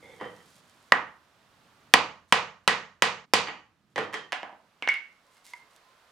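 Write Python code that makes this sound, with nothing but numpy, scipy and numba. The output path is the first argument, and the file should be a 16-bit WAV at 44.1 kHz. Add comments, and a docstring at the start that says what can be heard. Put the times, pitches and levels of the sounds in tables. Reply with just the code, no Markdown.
"""Hammering a wooden block in a garage

A worker drags a hammer off a concrete floor and drives six blows into a wooden block on a turned post,
then lays the hammer down, tips the post over, drops the block and handles the post. Knocks are damped
modes plus a noisy crack; rubbing is noise grains through ringing modes or a hiss band. A small cluttered
garage answers with diffuse echoes, over hiss and far rumble. The stereo microphone stands a few metres
away; its recorder clips the blows and turns its gain down after loud sound.
"""
import sys
import numpy as np
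from scipy import signal
from scipy.fft import rfft, irfft, next_fast_len
from scipy.io import wavfile
from scipy.ndimage import uniform_filter1d
from numba import njit

SR = 44100
rng = np.random.default_rng(int(sys.argv[2]) if len(sys.argv) > 2 else 0)


def inscribe(sig):
    """Save sig as 16-bit PCM at rate SR to the path in sys.argv[1].

    A 1-D sig is mono; a 2-D sig holds one channel per row.
    Samples are clipped to [-1, 1] before scaling.
    """
    pcm = np.round(np.clip(np.atleast_2d(sig).T, -1, 1) * 32767)
    wavfile.write(sys.argv[1], SR, pcm.astype(np.int16))


N = 269835  # samples


def undb(db):
    """Amplitude factor of a level in dB."""
    return 10 ** (np.asarray(db) / 20)


def over_hz(table, hz):
    """Value of a (frequency_hz, value) table on a log-frequency axis."""
    table_hz, values = np.transpose(table)
    return np.interp(np.log(hz), np.log(table_hz), values)


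def over_time(table):
    """Value of a (time_s, value) curve at every sample."""
    return np.interp(np.arange(N) / SR, *np.transpose(table))


def unit(x):
    """Scale to an RMS of 1."""
    return x / np.sqrt(np.mean(x ** 2))


# How alike left and right are: frequency_hz, correlation (0-1)
LEFT_RIGHT_LIKENESS = [(60, .6), (200, .95), (600, .88), (1500, .6), (3000, .45), (8000, .45), (16000, .3)]


def stereo_bands(size, shape):
    """Half-octave noise bands, partly alike left and right, each scaled by shape(hz)."""
    bin_hz = np.fft.rfftfreq(size, 1 / SR)
    out = np.zeros((2, size))
    noise = rfft(rng.standard_normal((2, size)))
    for hz in 25 * 2 ** np.arange(0, 10, .5):
        octaves_off = np.abs(np.log2(bin_hz / hz + 1e-9))
        mid, side = irfft(noise * np.clip(1 - octaves_off / .5, 0, 1), size)
        like = np.clip(over_hz(LEFT_RIGHT_LIKENESS, hz), 0, 1)
        out += shape(hz) * (np.sqrt(1 + like) * mid + np.sqrt(1 - like) * side * np.array([[1], [-1]]))
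    return out


# Colour of the background hiss: frequency_hz, relative density_db
HISS_COLOUR = [(15, -38), (25, -11.5), (410, -9), (726, -1.5), (902, -10), (979, -5.5), (1220, -2),
               (1930, -9.5), (3700, -12), (7920, -23), (9080, -24), (15200, -29), (16500, -53)]
HISS_DB = -62.5  # RMS, before the left-right balance and the recorder's gain
# Far rumble coming and going: time_s, level_db
RUMBLE_LEVEL = [(0, -63), (.9, -71.5), (2, -68), (3.9, -60.5), (4.7, -70.5), (5.4, -79), (6.12, -100)]


def background():
    """Smooth hiss, and a far rumble centred on 150 Hz that comes and goes."""
    size = next_fast_len(N)
    hiss = unit(stereo_bands(size, lambda hz: undb(over_hz(HISS_COLOUR, hz))))[:, :N]
    rumble = unit(stereo_bands(size, lambda hz: np.exp(-np.log(hz / 150) ** 2 / .8)))[:, :N]
    return undb(HISS_DB) * hiss + undb(over_time(RUMBLE_LEVEL)) * rumble


# Decay of the garage: frequency_hz, t60_s
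ROOM_DECAY = [(60, 0.87), (150, 0.43), (400, 0.33), (1000, 0.39), (2000, 0.34), (4000, 0.31), (7000, 0.37),
              (11000, 0.05), (16000, 0.033)]
# Colour of its echoes at their start: frequency_hz, relative level_db
ECHO_COLOUR = [(60, -5.5), (200, -1), (600, -6), (1500, -6), (3000, -5), (6000, -13.5), (10000, -13.5),
               (16000, -24.5)]
TAILS_STOP_S = 3.256  # echoes of everything before this moment stop short here


def garage(dry):
    """Diffuse echoes build up within a few ms and die sooner in the treble."""
    t = np.arange(SR) / SR
    tail = stereo_bands(SR, lambda hz: undb(over_hz(ECHO_COLOUR, hz) - 60 * t / over_hz(ROOM_DECAY, hz)))
    tail = tail * np.clip((t - .002) / 0.0014, 0, 1) * undb(-22.0)
    before = np.arange(N) < TAILS_STOP_S * SR
    fade = np.clip((TAILS_STOP_S + .006 - np.arange(N) / SR) / .012, 0, 1)
    early = signal.fftconvolve((dry * before)[None], tail, axes=1)[:, :N]
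    late = signal.fftconvolve((dry * ~before)[None], tail, axes=1)[:, :N]
    return early * fade + late


def ring(x, modes):
    """Sum of damped resonances, neighbours in opposite sign."""
    out = 0
    for k, (hz, width_hz, db) in enumerate(modes):
        r = np.exp(-np.pi * width_hz / SR)
        w = 2 * np.pi * hz / SR
        mode = signal.lfilter([0, np.sin(w)], [1, -2 * r * np.cos(w), r * r], x)
        out = out + (-1) ** k * undb(db) * mode
    return out


def grains(spread_db):
    """Dense clicks of very uneven size."""
    return rng.standard_normal(N) * undb(spread_db * rng.exponential(size=N))


def strokes(table, attack_s, release_db_s):
    """Gain of rubbing strokes: a ramp up, a hold, a fade in dB per s."""
    t = np.arange(N) / SR
    out = 0
    for start_s, hold_s, db in table:
        fading_s = np.maximum(t - start_s - attack_s - hold_s, 0)
        out = out + np.clip((t - start_s) / attack_s, 0, 1) * undb(db - release_db_s * fading_s)
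    return out


def rubbing_hiss():
    """Skin or cloth over a surface: uneven grains heard from 2.5 to 11 kHz."""
    band = signal.butter(2, [2500, 11000], "bandpass", fs=SR, output="sos")
    return unit(signal.sosfilt(band, grains(3.6)))


# Sleeve swishing as the arm moves: start_s, hold_s, level_db
SLEEVE_STROKES = [(0, 0.44, -67.5), (.45, .14, -65), (.62, .27, -72), (2.275, 0.036, -64),
                  (2.63, 0.012, -69.5), (3.895, 0.026, -71)]


def sleeve():
    """Cloth hisses as the arm moves."""
    return strokes(SLEEVE_STROKES, 0.0088, 900) * rubbing_hiss()


# Hands over the wood: start_s, hold_s, level_db
HAND_STROKES = [(5.243, 0.019, -72), (5.305, .04, -68), (5.365, .022, -70), (5.437, 0.058, -56.5),
                (5.545, 0.029, -67), (5.698, 0.049, -69.5), (5.91, 0.17, -89)]
# Swells of a hollow tone near 1 kHz: start_s, hold_s, level_db
HOLLOW_SWELLS = [(5.25, 0.034, -76), (5.52, 0.056, -66.5), (5.82, 0.068, -73), (5.99, .13, -83)]
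# Ringing of the lifted, free post: pitch_hz, width_hz, level_db
LIFTED_POST_MODES = [(968, 43, -6), (1518, 360, 0.5), (2116, 43, 5.5), (2730, 350, -3.5), (6550, 900, -11)]


def hands():
    """Skin hisses over the wood and wakes its ring, while a hollow tone swells."""
    rub = rubbing_hiss() + undb(-8.5) * unit(ring(grains(2.0), LIFTED_POST_MODES))
    hollow = unit(ring(grains(1.8), [(1034, 21, 0)]))
    return strokes(HAND_STROKES, 0.011, 440) * rub + strokes(HOLLOW_SWELLS, 0.018, 330) * hollow


# Hammer dragged free: start_s, hold_s, level_db
DRAG_STROKES = [(.18, .08, -44), (.33, .05, -59.5)]
# Head first sliding, fingers on the handle: start_s, hold_s, level_db
SCRAPE_STROKES = [(.022, .028, -49.5), (.085, .04, -52)]
# Hammer ringing on the concrete: pitch_hz, width_hz, level_db
HAMMER_MODES = [(163, 98, -10.5), (280, 94, -16), (458, 92, -4.5), (1100, 310, 2), (1880, 102, 2.5),
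                (3128, 89, 0.5), (3967, 420, -9), (4900, 200, -8)]
# Hammer ringing under the hand: pitch_hz, width_hz, level_db
HELD_HAMMER_MODES = [(490, 61, 2), (890, 62, -9), (2120, 60, 0), (3250, 80, -14), (3520, 110, -9)]


def hammer_drag():
    """Grit on the floor excites the ring of the hammer."""
    rounded_grit = signal.lfilter([1], [1, -.9], grains(5.1))  # the weight rounds the grit
    drag = strokes(DRAG_STROKES, 0.024, 400) * unit(ring(rounded_grit, HAMMER_MODES))
    return drag + strokes(SCRAPE_STROKES, 0.0137, 450) * unit(ring(grains(3.9), HELD_HAMMER_MODES))


def knock(modes, contact_ms, crack_db, crush_ms, grit):
    """One contact, direct peak 1. Rows: direct sound, then its ring and crack averaged over all directions."""
    t = np.arange(SR // 5) / SR
    # the surface gives way for a few ms
    crush = rng.standard_normal((2, len(t))) * np.exp(-(t * 1000 / crush_ms) ** 4)
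    push = 1. * (t == 0)
    keep = np.exp(-2 * np.pi * 1000 / (SR * max(contact_ms, .02)))  # longer contact, duller sound
    forces = [push + grit * crush[0], push, crush[1], push]
    parts = signal.lfilter([1], np.poly([keep] * 3), forces)
    parts[:2] = ring(parts[:2], modes)
    parts[2:] = np.diff(parts[2:], prepend=0)  # the surface radiates its acceleration
    energy = np.sum(parts ** 2, axis=1, keepdims=True)
    parts = parts / np.sqrt(energy) * undb([[0], [0], [crack_db], [crack_db]])
    direct = parts[0] + parts[2]
    return np.array([direct, parts[1], parts[3]]) / np.abs(direct).max()


def add(track, s, sound):
    """Mix a sound into the track from second s on."""
    i = int(s * SR)
    track[:, i:i + sound.shape[1]] += sound[:, :N - i]


SPOT_SPREAD = .2  # random shift of each mode at a new contact spot, as a share of its width
TAP_CRACK_GROWTH = 0.28  # extra crack dB per dB of contact level


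def taps(table, modes, crack_db, growth, crush_ms, grit, room_db):
    """Light contacts of one object; the crack's share changes by growth dB per dB of level."""
    out = np.zeros((3, N))
    for s, db, contact_ms in table:
        shifted = np.array(modes, dtype=float)
        shift = np.clip(rng.standard_normal(len(modes)), -2, 2)
        shifted[:, 0] += SPOT_SPREAD * shifted[:, 1] * shift
        add(out, s, undb(db) * knock(shifted, contact_ms, crack_db + growth * db, crush_ms, grit))
    return out * undb([[0], [room_db], [room_db]])


# Fingers tapping the lifted post: start_s, peak level_db, contact_ms
FINGER_CONTACTS = [(5.127, -52.5, .14), (5.368, -44.5, .14), (5.380, -47, 0.17), (5.535, -27.5, 0.21)]


def finger_taps():
    """Fingers wake the modes of the free post; softer taps have a larger share of crack."""
    return taps(FINGER_CONTACTS, LIFTED_POST_MODES, -39.5, -0.96, 2.8, 0.11, -13.5)


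# Loose block landing and bouncing: start_s, peak level_db, contact_ms
BLOCK_CONTACTS = [(4.824, -12, 0.48), (4.875, -7.5, 0.56), (4.888, -8.5, 0.32), (4.901, -19, 0.38),
                  (4.922, -34, .36), (4.940, -19.5, 0.11)]
# Ringing of the loose block: pitch_hz, width_hz, level_db
BLOCK_MODES = [(666, 630, -22), (1010, 550, -8.5), (1584, 210, -5.5), (1900, 88, -5), (2098, 36, -3.5),
               (2215, 38, 2), (2836, 180, 2), (3270, 520, 1.5), (5030, 1700, 4.5)]
GRIP_DAMPING = 5.  # the fingers widen the block's modes this many times at its first landing


def block():
    """First landing damped by the fingers, then free bounces."""
    gripped = np.array(BLOCK_MODES) * [1, GRIP_DAMPING, 1]
    landing = taps(BLOCK_CONTACTS[:1], gripped, -5.5, TAP_CRACK_GROWTH, 0.73, 0.64, -3)
    return landing + taps(BLOCK_CONTACTS[1:], BLOCK_MODES, -11.5, TAP_CRACK_GROWTH, 0.69, 0.32, -4.5)


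# Foot of the post landing on the concrete: start_s, peak level_db, contact_ms
POST_CONTACTS = [(4.322, -6, 0.17), (4.329, -7, 0.25), (4.431, -18.5, 0.63), (4.494, -31.5, 1),
                 (4.528, -33, 1)]
# Ringing of the tipped post: pitch_hz, width_hz, level_db
POST_MODES = [(655, 110, -12), (823, 246, -5.5), (1920, 650, 3), (3020, 460, 2), (5260, 850, -2.5)]


def post():
    """The foot lands, then rocks softly to rest."""
    return taps(POST_CONTACTS, POST_MODES, -7.5, TAP_CRACK_GROWTH, 0.54, .12, -5)


# Hammer touching the concrete: start_s, peak level_db, contact_ms
HAMMER_CONTACTS = [(.211, -25.5, 1), (.221, -29.5, 0.97), (.254, -35.5, 0.9), (3.959, -9.5, 0.48),
                   (3.979, -4.5, 0.69), (3.988, -11.5, 0.53), (4.036, -25, 0.2), (4.127, -23.5, 0.32),
                   (4.134, -15.5, 0.18), (4.141, -9.5, 0.27)]


def hammer_on_floor():
    """Hammer contacts on concrete as it is picked up and laid down wake its modes."""
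    return taps(HAMMER_CONTACTS, HAMMER_MODES, -2, TAP_CRACK_GROWTH, 2.9, 0.22, -1.5)


# Head falling back on the block: start_s, peak level_db, contact_ms
REBOUND_CONTACTS = [(3.471, -8, 0.18), (3.484, -13, .25)]
# Ringing of the block on the post: pitch_hz, width_hz, level_db
STACK_MODES = [(1126, 420, 0), (1897, 120, -5), (2350, 330, -1.5), (2950, 280, -0.5), (4440, 600, -1),
               (4750, 140, -7), (6600, 320, -7.5), (9500, 2000, -17.5)]


def rebound():
    """The head falls back on the block and wakes the stack again."""
    return taps(REBOUND_CONTACTS, STACK_MODES, -20.5, TAP_CRACK_GROWTH, 2.4, 0.34, -1)


# Hammer blows on the block: start_s, strength_db, contact_ms, bending ring change_db, face ring change_db
HAMMER_BLOWS = [(.921, 3.5, 0.58, 5, -10), (1.938, 9, 0.33, -5, 6), (2.324, 10.5, 0.34, -2.5, -3),
                (2.677, 11, 0.33, 4, 4), (3.022, 11, 0.27, -0.5, 1.5), (3.336, 13, 0.24, -3.5, 6.5)]
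# Post thudding on the slab: pitch_hz, width_hz, level_db
THUD_MODES = [(183, 81, -3.5), (453, 74, -3)]
# Each pair: dB for a 0 dB blow, extra dB per dB of strength
CRACK_DB, CRACK_GROWTH = -12.5, 1.184
THUD_DB, THUD_GROWTH = -28.5, .9
BLOW_ROOM_DB, ROOM_GROWTH = -11, 0.77  # share sent round the room


def blows():
    """Steel on wood: each spot wakes the modes differently; harder blows crack, thud and fill the room more."""
    out = np.zeros((3, N))
    for s, db, contact_ms, bend_db, face_db in HAMMER_BLOWS:
        modes = np.array(STACK_MODES, dtype=float)
        modes[1, 2] += bend_db
        modes[4:6, 2] += face_db
        strike = knock(modes, contact_ms, CRACK_DB + CRACK_GROWTH * db, 2.2, 0.56)
        thud = undb(THUD_DB + THUD_GROWTH * db) * knock(THUD_MODES, 0.76, -30, 4.3, 0.04)
        room_db = BLOW_ROOM_DB + ROOM_GROWTH * db
        add(out, s, undb(db) * (strike + thud) * undb([[0], [room_db], [room_db]]))
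    return out


OFF_AXIS_HZ = 6500  # the housing dulls the direct sound of the contacts above this
PORT_LAG = .6  # samples by which the right microphone port lags
BASS_CUT_HZ = 240
LEFT_DB = -3.8  # left level relative to right


def scene():
    """Contacts and rubbing, direct and from the room, over the background."""
    rubbing = hammer_drag() + sleeve() + hands()
    contacts = blows() + rebound() + hammer_on_floor() + post() + block() + finger_taps()
    near, rings, cracks = contacts
    near = signal.lfilter(*signal.butter(1, OFF_AXIS_HZ, fs=SR), near) + rubbing
    right = np.interp(np.arange(N) - PORT_LAG, np.arange(N), near)
    near = np.array([near, right])
    work = near + garage(rings + undb(-4.0) * rubbing) + garage(cracks)
    # small objects radiate little deep bass
    work = signal.sosfilt(signal.butter(2, BASS_CUT_HZ, "highpass", fs=SR, output="sos"), work)
    return (work + background()) * undb([[LEFT_DB / 2], [-LEFT_DB / 2]])


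@njit
def gain_db(level_db, top_db, fall, rise):
    """Gain drops the faster the louder the output, and creeps back up to 0 dB."""
    out, g = np.empty(len(level_db)), 0.
    for i in range(len(level_db)):
        excess = level_db[i] + g - top_db
        g = g - fall * excess / SR if excess > 0 else min(g + rise / SR, 0.)
        out[i] = g
    return out


GAIN_TOP_DB = -20  # output level above which the gain falls
GAIN_FALL, GAIN_RISE = 62, 7.1  # fall in dB/s per dB of excess; rise in dB/s
CLIP = .9  # amplitude
TOP_HZ = 16600  # steep top cut


def record(dry):
    """Automatic gain, hard clipping, steep top cut."""
    power = uniform_filter1d(np.mean(dry ** 2, axis=0), size=88, origin=43)  # 2 ms mean
    level_db = 10 * np.log10(power + 1e-12)
    gain = undb(gain_db(level_db, 1. * GAIN_TOP_DB, GAIN_FALL, GAIN_RISE))
    clipped = np.clip(dry * gain, -CLIP, CLIP)
    top_cut = signal.ellip(8, .2, 60, TOP_HZ, fs=SR, output="sos")
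    return np.clip(signal.sosfilt(top_cut, clipped), -1, 1)


dry = scene()
out = record(dry)
inscribe(out)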